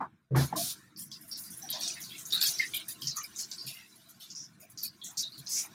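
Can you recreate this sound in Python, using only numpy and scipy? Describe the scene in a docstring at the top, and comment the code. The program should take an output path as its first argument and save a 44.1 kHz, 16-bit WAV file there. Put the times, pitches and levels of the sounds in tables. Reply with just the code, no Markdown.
"""A heel knocks, the room booms, and water splashes in short bursts: hands work under a tap that
runs into a steel kitchen sink across the room. Splashes are ringing bubbles, each burst with its
echo off the tiles; lower rings follow one heel knock and plop in the basin. The smallest drops
make a bright spray, dense ones a brief hiss. The bursts stop short. Between them the stream drums,
gurgles and hisses, faint and patchy. A noise suppressor dims the lulls."""
import sys
import numpy as np
from scipy import signal
from scipy.fft import rfft, irfft, next_fast_len
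from scipy.io import wavfile
from scipy.ndimage import uniform_filter1d

SR = 44100
rng = np.random.default_rng(int(sys.argv[2]) if len(sys.argv) > 2 else 0)


def generate_wav(signal):
    """Clip the signal to [-1, 1] and save it as 16-bit WAV at the path in sys.argv[1]."""
    frames = np.transpose(np.atleast_2d(signal))
    scaled = np.clip(frames, -1, 1) * 32767
    pcm = np.round(scaled).astype(np.int16)
    wavfile.write(sys.argv[1], SR, pcm)


N = 253134
T = np.arange(SR // 3) / SR  # time within one event, s


def amp(db):
    return 10 ** (np.asarray(db) / 20)


def unit_rms(x):
    return x / np.sqrt(np.mean(x ** 2) + 1e-20)


def curve(points, hz):
    """Linear gain from (f/Hz, level/dB) points on a log frequency axis."""
    f, db = np.transpose(points)
    return amp(np.interp(np.log(hz + 1), np.log(f + 1), db))


def bell(hz, centre_hz, octaves):
    return np.exp(-.5 * (np.log2((hz + 1) / centre_hz) / np.clip(octaves, .015, 1.5)) ** 2)


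def filtered(x, response):
    size = next_fast_len(len(x) + 4096)
    return irfft(rfft(x, size) * response(np.fft.rfftfreq(size, 1 / SR)), size)[:len(x)]


def envelope(t, t60_s, length_s, rise_s, fall_db_per_s=400):
    """Rise and decay, with an extra fall after length_s."""
    fall_db = fall_db_per_s * np.clip(t - length_s, 0, None)
    return (1 - np.exp(-t / rise_s)) * amp(-60 * t / t60_s - fall_db)


def add(track, start_s, sound):
    track[round(start_s * SR):][:len(sound)] += sound


def droplets(size, per_s, cycles, drops_db):
    """Noise strewn with tiny ringing drops, each drawn out by the tiled walls."""
    when, pitch, rank = rng.random((3, size * per_s // SR + 1, 1))
    steps = np.arange(SR // 60)
    age_cycles = steps / SR * 1800 * 9 ** pitch
    shape = (1 - np.exp(-(age_cycles / 3) ** 2)) * np.exp(-age_cycles / cycles)
    strength = amp(3.5 * np.log(1 / rank).clip(0, 3.5)) * 3 ** pitch
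    rings = strength * shape * np.sin(2 * np.pi * age_cycles)
    drops = np.bincount(((when * size).astype(int) + steps).ravel(), rings.ravel())[:size]
    walls = rng.standard_normal(SR // 8) * amp(-60 * T[:SR // 8] / .11)
    blurred = signal.fftconvolve(drops, walls)[:size]
    return rng.standard_normal(size) + amp(drops_db) * unit_rms(blurred)


def ringing_bursts(bursts, count, cycles, glide, t60_lengths, echo_db, skirt_db):
    """Each burst is a slap, a few short rising rings, and the room's echo of their pitches."""
    out = np.zeros(N + SR)
    for start_s, db, hz, length_s, octaves in bursts:
        when, weakness = rng.random((2, count, 1))
        when[0] = 0  # one ring opens the burst
        pitch_hz = hz * 2 ** (octaves * rng.standard_normal((count, 1)))
        strength = amp(-9 * weakness)
        age_cycles = np.clip(T[:SR // 8] - length_s * when ** 2, 0, None) * pitch_hz
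        shape = (1 - np.exp(-(age_cycles / 2) ** 2)) * np.exp(-age_cycles / cycles)
        phase = 2 * np.pi * age_cycles * (1 + glide * age_cycles)
        chirps = strength * amp(-6.9 * when) * shape * np.sin(phase)
        colour = lambda f: ((strength * bell(f, pitch_hz, 0.066)).sum(axis=0)
                            + 1.8 * bell(f, hz, octaves) + amp(skirt_db) * bell(f, hz, 5.6 * octaves))
        spatter = unit_rms(filtered(droplets(len(T), per_s=600, cycles=7, drops_db=-3), colour))
        slap = spatter * envelope(T, 0.0069, length_s, rise_s=0.0007)
        swell_s = 0.014 * np.exp(-0.07 * db) * length_s  # weak bursts swell more slowly
        echo = spatter * envelope(T, t60_lengths * length_s, length_s, swell_s)
        add(out, start_s, amp(1.99 * db + 11) * slap)  # only strong bursts slap hard
        add(out, start_s, amp(db - 6) * chirps.sum(axis=0))
        add(out, start_s, amp(db + echo_db) * echo)
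    return out[:N]


# Small-bubble bursts: t/s, level/dB, f/Hz, length/s, spread/oct
SPLASH_BURSTS = [(.962, -32.5, 5100, 0.068, 0.21), (.9974, -43, 5470, 0.25, 0.18),
                 (1.1157, -27.5, 4860, 0.06, .27), (1.3127, -24, 4850, 0.078, .13),
                 (1.356, -32, 5100, 0.034, .2), (1.438, -33.5, 5400, .07, 0.34),
                 (1.516, -35, 5900, 0.044, 0.099), (1.6204, -30, 5730, 0.066, 0.059),
                 (1.689, -26, 4000, 0.15, .25), (1.7255, -22.5, 5000, 0.053, 0.27),
                 (1.809, -20, 5000, 0.13, 0.39), (1.877, -17, 5790, 0.035, 0.37),
                 (2.0165, -28.5, 5880, 0.045, .15), (2.0394, -30.5, 4340, .055, .12),
                 (2.0926, -32.5, 3570, .11, 0.25), (2.18, -29.5, 6630, 0.047, 0.23),
                 (2.2534, -26, 6550, 0.013, .16), (2.305, -26, 4760, .02, 0.31),
                 (2.3233, -13, 4110, 0.078, .18), (2.4129, -13, 4560, 0.08, 0.32),
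                 (2.4705, -14.5, 6000, 0.045, .13), (2.528, -24.5, 5720, 0.078, 0.091),
                 (2.585, -20, 4800, 0.057, .22), (2.659, -30, 5740, 0.034, .17),
                 (2.7362, -21.5, 3500, 0.083, .24), (2.889, -33, 4240, 0.055, 0.15),
                 (3.019, -24, 4680, 0.062, .4), (3.071, -15, 5380, 0.043, .23),
                 (3.107, -29.5, 4460, 0.081, .1), (3.1683, -21, 6190, 0.05, 0.1),
                 (3.24, -27.5, 5030, 0.019, .08), (3.361, -25.5, 6660, 0.069, 0.18),
                 (3.388, -20, 5580, .06, 0.21), (3.514, -23.5, 5020, 0.042, 0.35),
                 (3.581, -25.5, 4690, 0.077, .13), (3.668, -28, 4560, 0.07, 0.27),
                 (4.2, -33.5, 4740, 0.12, 0.57), (4.302, -29.5, 5300, 0.039, 0.24),
                 (4.3505, -26.5, 5730, 0.11, 0.16), (4.416, -39, 5900, 0.031, 0.099),
                 (4.6144, -42, 5800, 0.036, 0.23), (4.775, -25.5, 5080, .06, 0.23),
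                 (4.8326, -22.5, 4630, 0.059, 0.13), (5.015, -31, 3670, 0.077, 0.14),
                 (5.0446, -25.5, 6600, 0.063, .15), (5.1722, -25.5, 4700, 0.073, 0.066),
                 (5.23, -22.5, 3910, 0.053, 0.078), (5.321, -32.5, 4330, 0.058, 0.086),
                 (5.3796, -35, 4100, 0.045, .12), (5.464, -25, 5420, 0.11, .25)]


def splashes():
    """Hands break the stream into bubbles: a narrow spread of sizes plinks, a wide one splats."""
    return ringing_bursts(SPLASH_BURSTS, count=12, cycles=9.8, glide=0.0016,
                          t60_lengths=5.02, echo_db=-12.5, skirt_db=-10)


# Short low-pitched rings: t/s, level/dB, f/Hz, length/s, spread/oct
LOW_RINGS = [(.549, -34.5, 1050, 0.029, .08), (.562, -36.5, 665, 0.052, 0.052), (.79, -56, 1820, .1, 0.047),
             (1.629, -48, 752, 0.048, 0.039), (1.734, -42.5, 759, 0.076, .3), (1.855, -50, 697, 0.039, .1),
             (1.955, -41, 1980, 0.064, 0.148), (2.102, -46.5, 2360, 0.1, 0.16),
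             (2.322, -43, 1520, 0.14, 0.195), (2.41, -38.5, 1633, 0.067, 0.14),
             (2.593, -28.5, 2007, 0.069, 0.076), (3.163, -39.5, 1225, 0.049, 0.097),
             (3.208, -45.5, 2340, 0.054, 0.066), (3.673, -41.5, 2570, 0.061, 0.09),
             (3.748, -44.5, 2390, 0.098, 0.37), (4.6, -55, 2420, 0.1, .08), (4.61, -57, 642, .08, 0.092),
             (5.085, -52, 1112, .08, 0.37), (5.56, -43.5, 2340, 0.09, 0.19), (5.634, -50, 875, 0.05, .4)]


def low_rings():
    """The first two ring on after a heel knock; the rest are plops in the basin."""
    return ringing_bursts(LOW_RINGS, count=5, cycles=24, glide=0.00062,
                          t60_lengths=4.08, echo_db=2, skirt_db=1)


# Hiss spectrum: f/Hz, level/dB
HISS_SPECTRUM = [(4120, -25.5), (7000, -8), (7870, -11), (9190, -4.5), (15100, -6), (16000, -18.5),
                 (16300, -78)]
# Fine spray: t/s, level/dB, emphasis f/Hz, length/s
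SPRAY_BURSTS = [(0.358, -28, 11200, 0.11), (0.5567, -23, 9300, .17), (0.971, -35.5, 10800, 0.097),
                (0.988, -29.5, 9550, 0.053), (1.104, -46, 9600, 0.1), (1.206, -40, 11700, 0.066),
                (1.276, -35, 9300, .06), (1.3684, -31.5, 10800, 0.11), (1.5, -33.5, 10700, .06),
                (1.565, -34, 10600, .045), (1.621, -36.5, 11300, 0.03), (1.701, -27, 8100, 0.019),
                (1.796, -36, 8900, 0.066), (1.934, -54, 10100, 0.046), (1.999, -32.5, 11100, 0.068),
                (2.077, -43, 14200, 0.1), (2.183, -34, 8900, 0.056), (2.256, -30.5, 11300, 0.044),
                (2.32, -21.5, 12700, 0.041), (2.406, -20.5, 8800, 0.069), (2.46, -20, 9400, .06),
                (2.624, -57, 8700, 0.019), (2.688, -62, 11400, 0.047), (2.7413, -21, 11700, 0.032),
                (2.797, -40, 13500, 0.024), (2.8802, -24.5, 10450, 0.049), (3.01, -34.5, 13700, .057),
                (3.159, -24, 10500, 0.027), (3.23, -33.5, 13100, 0.03), (3.35, -51, 12400, .065),
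                (3.378, -32, 11100, 0.049), (3.5, -43, 9650, 0.048), (3.663, -25, 11300, 0.043),
                (3.726, -36.5, 11200, 0.051), (3.954, -44.5, 9600, 0.027), (4.087, -38, 11500, 0.029),
                (4.2, -40, 13900, 0.049), (4.598, -40, 15000, 0.043), (4.698, -35.5, 10600, 0.026),
                (4.778, -41, 11700, 0.04), (4.8262, -24.5, 12000, 0.04), (5.036, -33, 9600, 0.045),
                (5.105, -36.5, 9100, 0.026), (5.172, -31.5, 13500, 0.053), (5.378, -35.5, 13500, .025),
                (5.489, -28, 9100, .03), (5.508, -27.5, 9800, .13), (5.638, -33, 13400, 0.027)]


def spray():
    """The smallest drops: a bright, grainy hiss that stops short."""
    out = np.zeros(N + SR)
    t = T[:SR // 4]
    for start_s, db, hz, length_s in SPRAY_BURSTS:
        # single drops sink into the hiss of a long burst
        drops = droplets(len(t), per_s=300, cycles=8, drops_db=6 - 100 * length_s)
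        hiss = filtered(drops, lambda f: curve(HISS_SPECTRUM, f) * (1 + 0.68 * bell(f, hz, 0.075)))
        shape = envelope(t, 8.35 * length_s, length_s, rise_s=0.068 * length_s, fall_db_per_s=691)
        add(out, start_s, amp(db - 10.5) * unit_rms(hiss) * shape)
    return out[:N]


# Rushing-water spectrum: f/Hz, level/dB
RUSH_SPECTRUM = [(1060, -61), (1800, -41), (2200, -8.5), (2830, -8), (3740, 1), (4390, 0.5), (5760, 1.5),
                 (9500, -11.5), (12400, -42), (20900, -120)]
# Brief hissing bursts of water: t/s, level/dB, emphasis f/Hz, width/oct, rise/s, length/s
HISS_BURSTS = [(0.353, -38.5, 4000, 0.97, 0.016, 0.085), (0.558, -36.5, 5370, 1, 0.0082, 0.16),
               (5.171, -31.5, 6040, 0.34, 0.002, 0.035), (5.491, -25.5, 6600, 0.28, 0.077, 0.11)]


def hiss_bursts():
    """Too many drops to tell apart; the burst at 5.17 s is a splash's wide hiss."""
    out = np.zeros(N + SR)
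    for start_s, db, hz, octaves, rise_s, length_s in HISS_BURSTS:
        drops = droplets(len(T), per_s=1500, cycles=6, drops_db=-12)
        hiss = filtered(drops, lambda f: curve(RUSH_SPECTRUM, f) * (0.061 + bell(f, hz, octaves)))
        add(out, start_s, amp(db) * unit_rms(hiss) * envelope(T, 2.3, length_s, rise_s))
    return out[:N]


# Clack spectrum: f/Hz, level/dB
CLACK_SPECTRUM = [(88, -46), (150, -16.5), (201, -1), (269, -1), (506, -7.5), (1060, -15), (1930, -17),
                  (3010, -30.5), (5030, -36), (9000, -43), (11700, -43.5), (19800, -120)]
# Floor and room modes: f/Hz, level/dB, t60/s
ROOM_MODES = [(76, -13.5, 1), (100, -27, 0.29), (136.3, 9, 0.42), (163, -3, 0.68), (245.2, -6.5, 0.93),
              (335.4, -2, 0.25), (441.4, -1, 0.12)]
# Heel and toe on tiles: t/s, clack level/dB, clack f/Hz, width/oct, boom level/dB, length/s
HEEL_KNOCKS = [(.005, -28, 1020, 0.39, -86, 0.049), (0.309, -39.5, 500, 0.31, -25, 0.14),
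               (.348, -26.5, 1100, 2.7, -24, 0.098), (0.527, -24, 847, 0.68, -64, 0.014),
               (.55, -36, 313, 0.067, -48.5, 0.053), (3.019, -59, 292, 0.21, -44.5, 0.086),
               (3.641, -53.5, 297, 0.61, -48, 0.048), (5.375, -54, 300, 1.2, -45, 0.032)]


def heel():
    """The heel's clack rings round the room; its weight sets the low modes swelling."""
    out = np.zeros(N + SR)
    for start_s, clack_db, clack_hz, octaves, boom_db, length_s in HEEL_KNOCKS:
        colour = lambda f: curve(CLACK_SPECTRUM, f) * (0.078 + bell(f, clack_hz, octaves))
        noise = unit_rms(filtered(rng.standard_normal(len(T)), colour))
        clack = noise * envelope(T, 4.08 * length_s, length_s, rise_s=0.0067)
        strike = np.sin(2 * np.pi * clack_hz * T) * envelope(T, 0.023, length_s, rise_s=0.00033)
        modes = sum(amp(db + rng.normal(0, 1) - 60 * T / t60_s) * np.sin(2 * np.pi * hz * T)
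                    for hz, db, t60_s in ROOM_MODES)
        swell_s = 20 / clack_hz  # a dull, soft step loads the floor slowly
        add(out, start_s, amp(clack_db) * (amp(0.5) * strike + clack))
        add(out, start_s, amp(boom_db) * modes * envelope(T, 9.4, length_s, swell_s))
    return out[:N]


def patchy(source, response, depth_db, bins, frames):
    """The source with random gain patches in frequency and time, filtered, at rms 1."""
    spectrum = signal.stft(source, nperseg=256)[2]
    patches = uniform_filter1d(rng.standard_normal(spectrum.shape), size=bins, axis=0)
    patches = unit_rms(uniform_filter1d(patches, size=frames, axis=1))
    mottled = signal.istft(spectrum * amp(depth_db * patches), nperseg=256)[1][:N]
    return unit_rms(filtered(mottled, response))


# Basin drumming spectrum: f/Hz, level/dB
DRUM_SPECTRUM = [(18, -51), (30, -27.5), (130, 0.5), (240, -1.5), (269, -14), (313, -1.5), (387, -18.5),
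                 (529, -17), (600, -27.5), (780, -46), (1320, -120)]
# Gurgle spectrum: f/Hz, level/dB
GURGLE_SPECTRUM = [(210, -8), (350, -4), (599, -17.5), (1040, -10), (1240, -11.5), (1460, -6.5),
                   (2790, -18), (3200, -20), (4160, -21.5), (7040, -120)]
# Steel resonances: f/Hz, width/oct, boost/dB
BASIN_RINGS = [(665.4, 0.075, 11.5), (1073.4, 0.013, 8), (1337, 0.014, 4.5), (1710, 0.06, 0.5)]
# Heard level of the background water, nearly muted at the start: t/s, drum level/dB, trickle level/dB
STREAM_LEVELS = [(0.0, -52.5, -74), (0.37, -84.5, -86.5), (0.48, -57.5, -46.5), (0.56, -46.5, -58),
                 (0.78, -66, -51), (1.02, -61, -78.5), (1.17, -62, -64), (1.8, -59.5, -45),
                 (2.25, -63.5, -50), (2.48, -62.5, -36.5), (2.89, -63.5, -50.5), (3.61, -65.5, -49),
                 (3.85, -69.5, -52.5), (4.62, -64, -65), (5.4, -64.5, -52.5), (5.74, -60, -55)]


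def stream():
    """The falling water drums on the basin, gurgles, rushes and hisses."""
    times_s, *levels = np.transpose(STREAM_LEVELS)
    drum_db, trickle_db = [np.interp(np.arange(N) / SR, times_s, db) for db in levels]
    gurgle_db = trickle_db + 0.66 * (drum_db - trickle_db) - 2.5
    steel = lambda f: amp(sum(db * bell(f, hz, octaves) for hz, octaves, db in BASIN_RINGS))
    trickle = droplets(N, per_s=300, cycles=7, drops_db=-5)
    drum = patchy(rng.standard_normal(N), lambda f: curve(DRUM_SPECTRUM, f),
                  depth_db=3.5, bins=1, frames=20)
    gurgle = patchy(rng.standard_normal(N), lambda f: curve(GURGLE_SPECTRUM, f) * steel(f),
                    depth_db=2.8, bins=1, frames=14)
    rush = patchy(trickle, lambda f: curve(RUSH_SPECTRUM, f), depth_db=3, bins=3, frames=12)
    hiss = patchy(trickle, lambda f: curve(HISS_SPECTRUM, f), depth_db=3, bins=8, frames=10)
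    return (amp(drum_db) * drum + amp(gurgle_db) * gurgle
            + amp(trickle_db - 8.5) * rush + amp(trickle_db - 11.5) * hiss)


def scene():
    return (splashes() + low_rings() + stream() + hiss_bursts() + spray() + heel())[None]


def record(dry):
    """A noise suppressor favours lasting spectral peaks and dims the lulls; then a band limit."""
    noise_share, floor_db = 0.22, -2
    low_hz, top_hz = 45, 15900
    spectrum = signal.stft(dry[0], nperseg=512, noverlap=384)[2]
    lasting_power = np.abs(uniform_filter1d(np.abs(spectrum) ** 2, size=13, axis=1)) + 1e-20
    nearby_power = np.abs(uniform_filter1d(lasting_power, size=9, axis=0)) + 1e-20
    noise_power = noise_share * np.median(nearby_power, axis=1, keepdims=True)
    peak_gain = np.clip(lasting_power / nearby_power, .05, 4) ** .36
    lull_gain = np.clip(1 - noise_power / nearby_power, amp(2 * floor_db), 1) ** .5
    thinned = signal.istft(spectrum * peak_gain * lull_gain, nperseg=512, noverlap=384)[1][:N]
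    return filtered(thinned, lambda hz: (hz < top_hz) / (1 + (low_hz / (hz + 1)) ** 3))[None]


dry = scene()
out = record(dry)
generate_wav(out)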